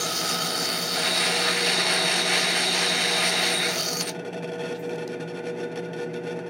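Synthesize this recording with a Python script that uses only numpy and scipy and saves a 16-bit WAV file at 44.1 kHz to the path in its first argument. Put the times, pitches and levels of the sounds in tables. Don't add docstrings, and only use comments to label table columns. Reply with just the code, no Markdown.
import sys
import numpy as np
from scipy import signal
from scipy.fft import rfft, irfft, next_fast_len
from scipy.io import wavfile
from scipy.ndimage import uniform_filter1d

SR = 44100
rng = np.random.default_rng(int(sys.argv[2]) if len(sys.argv) > 2 else 0)


def bounce(signal):
    frames = np.transpose(np.atleast_2d(signal))
    limited = np.clip(frames, -1, 1)
    pcm = np.round(limited * 32767).astype(np.int16)
    wavfile.write(sys.argv[1], SR, pcm)


N = 286297
T = np.arange(N) / SR

# frequency in Hz, width in Hz, then relative level
# in dB resting free, under the fingertip and tipped up.
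GRAVER_MODES = [(396, 90, -15, -6, -28), (645, 100, 2, -26, -11), (639, 69, -19, 3.5, -4),
                (752, 127, -4.5, -2, -10), (900, 480, -13, -6.5, -18), (1232, 21, -3, 0.5, -1),
                (1296, 150, -1.5, -22, -11), (1426, 240, -6.5, -4, -12), (1647, 130, -20, -3.5, -33),
                (1766, 116, -7, -3, -16), (2084, 800, -11, -0.5, -10), (2420, 210, -29, -7.5, -9),
                (2780, 295, -11.5, -2.5, -17), (3083, 235, -4, -16.5, -8), (3730, 260, -1, -23.5, -26),
                (3920, 1150, -10, -3, -13), (4380, 240, -14, -3.5, 0.5), (4580, 300, -1, -4.5, -2.5),
                (5100, 164, 1, -14, -4), (5460, 480, -12, -6.5, -17), (5890, 700, -11.5, -13, -1.5),
                (6510, 270, -11.5, -12, -2.5), (7010, 900, -12, -17, -46), (8895, 980, -17, -7, -31),
                (9310, 1100, -9.5, -32, -11), (10041, 690, -20, -18, -43), (11350, 410, -31, -20.5, -24),
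                (11800, 1360, -21, -33, -15), (13400, 2000, -31, -40, -25), (14400, 650, -17, -43, -23),
                (15500, 960, -19, -36, -21)]
# time in seconds, share pressed, share tipped up; the rest is free.
GRIP_SHARES = [(0, 0.09, 0.24), (.88, 0, 0.1), (1.0, 0.5, 0), (1.09, 0.73, 0.01), (1.58, 0.85, 0),
               (1.75, 0.99, 0.03), (3.68, 0.89, 0.09), (3.79, 0.01, 0.37), (3.99, .01, .91),
               (4.04, 0.3, 0.45)]
# start and length in seconds, level in dB, pitch and width in Hz.
TIP_SNAGS = [(0, .055, -31, 6500, 700), (.13, .08, -36.5, 6200, 900), (.14, .05, -42, 14800, 1300),
             (.4, .05, -36, 4560, 280), (.4, .05, -39.5, 6600, 400), (.41, .05, -44, 14500, 1000),
             (.69, .014, -28.5, 4550, 250), (1.17, .05, -37, 8950, 800), (3.53, .06, -34.5, 8900, 700),
             (3.798, .016, -29, 4540, 350), (3.968, .045, -34, 6450, 480), (4.0, .02, -27, 4490, 300),
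             (4.02, .016, -34, 9400, 1200), (4.052, .045, -39, 8800, 900)]
# start and length in seconds, first pitch, last pitch and
# width in Hz, level in dB, swing with the wheel's turn in dB, steadiness from 0 to 1.
SINGING_MODES = [(0, .53, 1277, 1272, 45, -38.5, 0, .7), (.55, .42, 1285, 1270, 55, -45, 0, .4),
                 (.14, .22, 4760, 5060, 260, -40, 0, .1), (.39, .57, 4570, 4500, 190, -36.5, 0, .1),
                 (0, .95, 14400, 14600, 700, -47, 0, 0), (1.0, 1.85, 4490, 4450, 180, -39, 0, .1),
                 (1.03, .23, 3770, 3790, 160, -32, 0, .2), (1.33, .21, 3790, 3780, 180, -34.5, 1, .1),
                 (1.62, 2.09, 3780, 3760, 200, -32.3, 2.3, .15), (1.05, 2.8, 654, 646, 60, -41, 1, 0),
                 (1.08, 2.62, 370, 365, 55, -42, 1, 0), (1.65, 1.85, 3060, 3060, 170, -42.5, -4, 0),
                 (3.76, .26, 4540, 4490, 190, -34.5, 0, .15), (3.72, .27, 15300, 14600, 1200, -47, 0, 0)]
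# start in seconds, level in dB.
GRAIN_STRIKES = [(.69, -27), (.942, -28), (3.758, -24), (3.781, -26), (3.808, -21), (3.831, -27),
                 (3.932, -28), (3.97, -28), (4.009, -18.5), (4.092, -27.5)]
# frequency in Hz, width in Hz, relative level in dB.
CASE_MODES = [(165.5, 31, -4), (252.4, 56, -5.5), (289.4, 8.7, -2), (374, 169, -4.5), (471.6, 30, -2.5),
              (647.5, 35, -4.5), (780, 250, -16), (880, 50, -10.5), (1245, 140, -29.5), (1468, 79, -11.5),
              (1784, 96, -18), (1940, 1200, -27), (2366, 102, -16.5), (2585, 91, -17), (2770, 70, -20.5),
              (3300, 660, -27.5), (3600, 22, -20), (4300, 270, -28.5), (4700, 380, -31.5),
              (5430, 126, -28.5), (5880, 300, -30.5), (6260, 3200, -40), (7940, 400, -41),
              (9230, 600, -39.5), (10100, 670, -39), (11200, 796, -46.5), (13834, 5549, -68)]
# frequency and width in Hz, relative level in dB.
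FIXTURE_MODES = [(651, 20, 7), (2530, 95, -22), (3380, 120, -18)]
# start and length in seconds, level in dB, rise in seconds.
CHATTER_FITS = [(4.147, 0.016, -48.5, 0.0024), (4.19, 0.0061, -46, 0.0018), (4.248, 0.033, -47.5, 0.0018),
                (4.328, 0.02, -48, .001), (4.366, 0.019, -50, .003), (4.424, 0.02, -44.5, 0.0018),
                (4.474, 0.022, -49, .004), (4.517, 0.038, -48.5, 0.0089), (4.587, 0.14, -45, 0.025),
                (4.825, 0.037, -50, 0.0036), (4.891, 0.059, -48, .003), (4.978, 0.061, -48, .003),
                (5.093, 0.055, -47.5, 0.026), (5.199, 0.029, -46, 0.0021), (5.275, 0.035, -48.5, .002),
                (5.341, 0.056, -49, .025), (5.447, 0.05, -44.5, 0.046), (5.57, 0.073, -46.5, .06),
                (5.715, 0.0089, -49.5, .006), (5.757, 0.034, -45.5, .003), (5.83, 0.029, -52, .006),
                (5.93, .01, -48, .003), (5.969, 0.07, -46, 0.044), (6.133, 0.037, -47.5, .002),
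                (6.23, 0.013, -52.5, .003), (6.253, 0.075, -48, 0.03), (6.361, 0.012, -52.5, .004),
                (6.39, 0.0077, -50, .001), (6.462, 0.0088, -51, .002)]
HUM_LINES_HZ = [120, 180, 240, 360, 600, 720]
# level in dB idling, level in dB at full load.
HUM_LEVELS = [(-54, -54), (-52, -39.5), (-50, -56.5), (-42, -95), (-51.5, -55.5), (-54.5, -50)]
DRONE_SWELLS = [(0.298, 0.059), (1.306, 0.39), (2.022, 0.046), (3.025, 0.14), (3.66, 0.028), (3.906, 0.076)]
# start and length in seconds, level in dB, centre and width in Hz.
FINGER_TOUCHES = [(4.747, 0.019, -48, 3600, 2200), (4.76, .12, -61, 7500, 5500),
                  (4.79, 0.019, -58, 13900, 2200), (4.957, 0.003, -46, 5000, 4500),
                  (5.076, 0.003, -40, 4800, 4200)]

GRIND_DB, PRESS_DB, TIP_DB = -29, 2.5, -5
RELAX_S, RELAX_LENGTH_S, RELAX_DB = 3.52, .22, -4.5
LIFT_S, LIFT_FALL_S, GRAZE_S = 4.02, 0.04, 4.07
FIXTURE_OFF_S = 4.75
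WHEEL_TURNS_PER_S, HIGH_SPOT_S = 4.5, 2.245
MAINS_PULSE_HZ, DRONE_HZ = 120, 480


def grinding(pressed, tipped):
    skipping = grit(per_second=700, spread_db=-2, coarse_db=-2, clump_db=0.8)
    held = grit(per_second=1800, spread_db=-3.5, coarse_db=-11, clump_db=1)
    juddering = skipping * undb(1.6 * walk(170))
    shares = np.clip([1 - pressed - tipped, pressed, tipped], 0, 1)
    modes = np.array(GRAVER_MODES)
    steel = 0
    for grip, force in enumerate([skipping, held, juddering]):
        body = ring(force * rng.choice([-1, 1], N), modes[:, [0, 1, 2 + grip]], ripple_db=0.4)
        steel = steel + np.sqrt(shares[grip]) * treble_unit(body)
    steel = wandering_contact(steel, depth_db=1 + .7 * (1 - pressed), rate=17)
    return steel * grinding_strength(pressed, tipped) + snags(skipping)


def grit(per_second, spread_db, coarse_db, clump_db):
    fine = rng.standard_normal(N) * undb(clump_db * walk(420))
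    sizes = undb(spread_db * np.minimum(rng.exponential(size=N), 2)) * rng.choice([-1, 1], N)
    coarse = (rng.random(N) < per_second / SR) * sizes
    return unit(fine + undb(coarse_db) * unit(coarse))


def wandering_contact(x, depth_db, rate):
    centres = np.log([400, 700, 1300, 2200, 3000, 3800, 4600, 6500, 9000, 14000])
    size = next_fast_len(N)
    spectrum = rfft(x, size)
    log_hz = np.log(np.arange(size // 2 + 1) * SR / size + 1)
    bands = (irfft(spectrum * np.interp(log_hz, centres, row), size)[:N] for row in np.eye(len(centres)))
    return sum(band * undb(depth_db * walk(rate)) for band in bands)


def grinding_strength(pressed, tipped):
    relaxed = np.clip((T - RELAX_S) / RELAX_LENGTH_S, 0, 1)
    grip_db = GRIND_DB + pressed ** 2 * (PRESS_DB + RELAX_DB * relaxed) + tipped * TIP_DB
    sway_db = -(0.1 + 0.9 * pressed) * wheel_turn() + 0.54 * walk(29.92)
    graze = undb(-5) * burst(GRAZE_S, length=0.028, rise=0.0024, fall=.008)
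    return undb(grip_db + sway_db) * (until(LIFT_S, LIFT_FALL_S) + graze)


def wheel_turn():
    return np.cos(2 * np.pi * WHEEL_TURNS_PER_S * (T - HIGH_SPOT_S))


def snags(force):
    out = 0
    for start, length, db, hz, width in TIP_SNAGS:
        squeak = unit(ring(force, [(hz, width, 0)]))
        out = out + undb(db) * burst(start, length, rise=length / 4, fall=0.0042) * squeak
    return out


def strikes():
    tipped_modes = np.array(GRAVER_MODES)[:, [0, 1, 4]]
    steel = unit(ring(rng.standard_normal(N), tipped_modes))
    crack = noise_band(hz=4000, width=5500)
    blows = sum(undb(db) * burst(start, length=.0012, rise=.0006, fall=.0022)
                for start, db in GRAIN_STRIKES)
    return blows * unit(steel + undb(-5) * crack)


def singing():
    turn, out = wheel_turn(), 0
    for start, length, first_hz, last_hz, width, db, swing_db, steadiness in SINGING_MODES:
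        hz = np.interp(T, [start, start + length], [first_hz, last_hz])
        narrow = signal.butter(2, width / 2, fs=SR, output="sos")
        flutter = signal.sosfilt(narrow, rng.standard_normal(N) + 1j * rng.standard_normal(N))
        flutter = flutter / (np.abs(flutter) + 1e-9) ** steadiness
        tone = unit(np.real(flutter * np.exp(2j * np.pi * np.cumsum(hz) / SR)))
        surge_db = swing_db * turn + 0.9 * (1 - steadiness) * walk(45)
        out = out + undb(db + surge_db) * burst(start, length, rise=0.01, fall=0.012) * tone
    return out


def hum(load, idle_fits):
    lines = [(hz, idle + load * (loaded - idle)) for hz, (idle, loaded) in zip(HUM_LINES_HZ, HUM_LEVELS)]
    lines.append((DRONE_HZ, drone_db(idle_fits)))
    out = 0
    for hz, db in lines:
        phase = 2 * np.pi * (hz * T + rng.random()) + 0.19 * walk(21)
        out = out + np.sqrt(2) * undb(db + 0.52 * walk(8.7)) * np.sin(phase)
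    return out


def drone_db(idle_fits):
    lag_s, full_fit_db = 0.017, -47
    pole = np.exp(-1 / (lag_s * SR))
    shaken = signal.lfilter([1 - pole], [1, -pole], idle_fits) / undb(full_fit_db)
    swell = sum(burst(start, length, rise=0.014, fall=0.021) for start, length in DRONE_SWELLS)
    waver = walk(15)
    idling_db = -41.5 + 0.5 * waver + 9.5 * np.minimum(shaken, 1)
    loaded_db = -43 + 8.5 * swell + 2 * waver * (1 - swell / 2)
    return idling_db + until(LIFT_S, LIFT_FALL_S) * (loaded_db - idling_db)


def rumble(load):
    rolling = cut(rng.standard_normal(N), "low", hz=2000, order=2) + undb(-11) * rng.standard_normal(N)
    rotor_hz = 169 + 6 * walk(60)
    rotor = unit(np.sin(2 * np.pi * np.cumsum(rotor_hz) / SR))
    bearings = undb(-37 + 0.1 * walk(7.4)) * unit(ring(rolling, CASE_MODES, ripple_db=-1))
    return bearings + undb(-42 - 9 * load ** 3) * rotor


def chatter(idle_fits):
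    random_fits = undb(-53.5) * np.clip(0.9 + walk(22.02), 0, 1.6) * until(GRAZE_S, LIFT_FALL_S)
    rub = undb(-67)
    fits = np.hypot(idle_fits + random_fits, rub)
    phase = 2 * np.pi * MAINS_PULSE_HZ * T
    shaking = undb(2 * (np.cos(2 * phase) + np.cos(3 * phase)))
    knocks = fits * shaking * grit(per_second=450, spread_db=-1.8, coarse_db=-4, clump_db=3)
    knocks = cut(knocks, "high", hz=650)
    case = treble_unit(ring(knocks, CASE_MODES, ripple_db=3.5))
    fixture = undb(6.5) * unit(ring(knocks, FIXTURE_MODES)) * until(FIXTURE_OFF_S, fall=0.011)
    return np.sqrt(np.mean(fits ** 2)) * (case + fixture)


def handling():
    return sum(undb(db) * burst(start, length, rise=length / 2, fall=length / 2) * noise_band(hz, width)
               for start, length, db, hz, width in FINGER_TOUCHES)


def whirr():
    swoops_per_s = 11.5
    hz = 1850 + 260 * np.sin(2 * np.pi * swoops_per_s * T + walk(8))
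    roughness = 1 + walk(200) / 2
    return undb(-58) * unit(roughness * np.sin(2 * np.pi * np.cumsum(hz) / SR))


def workshop(x, t60_s, wet_db):
    t = T[:SR // 3]
    tail = rng.standard_normal(len(t)) * undb(-60 * t / t60_s) * (t > .003)
    tail = cut(tail, "low", hz=3500)
    return x + undb(wet_db) * signal.oaconvolve(x, tail / np.linalg.norm(tail))[:N]


def ring(x, modes, ripple_db=0, size=8192):
    f = np.arange(size // 2 + 1) * SR / size + 1
    power = sum(undb(db) ** 2 / (1 + ((f * f - hz * hz) / (f * width)) ** 2) ** 2
                for hz, width, db in modes)
    ripple = unit(uniform_filter1d(rng.standard_normal(len(f)), size=9)) * f / (f + 1500)
    cepstrum = irfft(np.log(power + 1e-12) / 2 + np.log(undb(ripple_db * ripple)))
    cepstrum[1:size // 2] *= 2
    cepstrum[size // 2 + 1:] = 0
    response = irfft(np.exp(rfft(cepstrum)))
    return signal.oaconvolve(x, response)[:N]


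def noise_band(hz, width):
    return unit(ring(rng.standard_normal(N), [(hz, width, 0)]))


def cut(x, passes, hz, order=1):
    return signal.sosfilt(signal.butter(order, hz, passes, fs=SR, output="sos"), x)


def burst(start, length, rise, fall):
    return np.clip((T - start) / rise + .5, 0, 1) * until(start + length, fall)


def until(end, fall):
    return np.exp(-np.clip((T - end) / fall, 0, 20))


def walk(rate):
    return 1.2 * np.interp(T * rate, np.arange(N // 8), rng.standard_normal(N // 8))


def undb(db):
    return np.exp(np.asarray(db) * np.log(10) / 20)


def unit(x):
    return x / np.sqrt(np.mean(x ** 2))


def treble_unit(x):
    band = signal.butter(4, [2500, 11000], "band", fs=SR, output="sos")
    return x / np.std(signal.sosfilt(band, x))


def scene():
    grip_s, *shares = np.transpose(GRIP_SHARES)
    pressed, tipped = [np.interp(T, grip_s, share) for share in shares]
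    load = until(FIXTURE_OFF_S, fall=0.051) * (0.5 + 0.54 * pressed)
    idle_fits = sum(undb(db) * burst(start, length, rise, fall=.0105)
                    for start, length, db, rise in CHATTER_FITS)
    graver = grinding(pressed, tipped) + strikes() + singing()
    contacts = workshop(graver + chatter(idle_fits) + whirr() + handling(), t60_s=.12, wet_db=-14)
    motor = rumble(load) + hum(load, idle_fits)
    hiss = undb(-77) * rng.standard_normal(N)
    mono = contacts + motor + hiss
    return np.array([mono, mono])


def record(dry):
    thin = cut(dry, "high", hz=45)
    return signal.sosfilt(signal.ellip(10, .2, 80, 15900, fs=SR, output="sos"), thin)


dry = scene()
out = record(dry)
bounce(out)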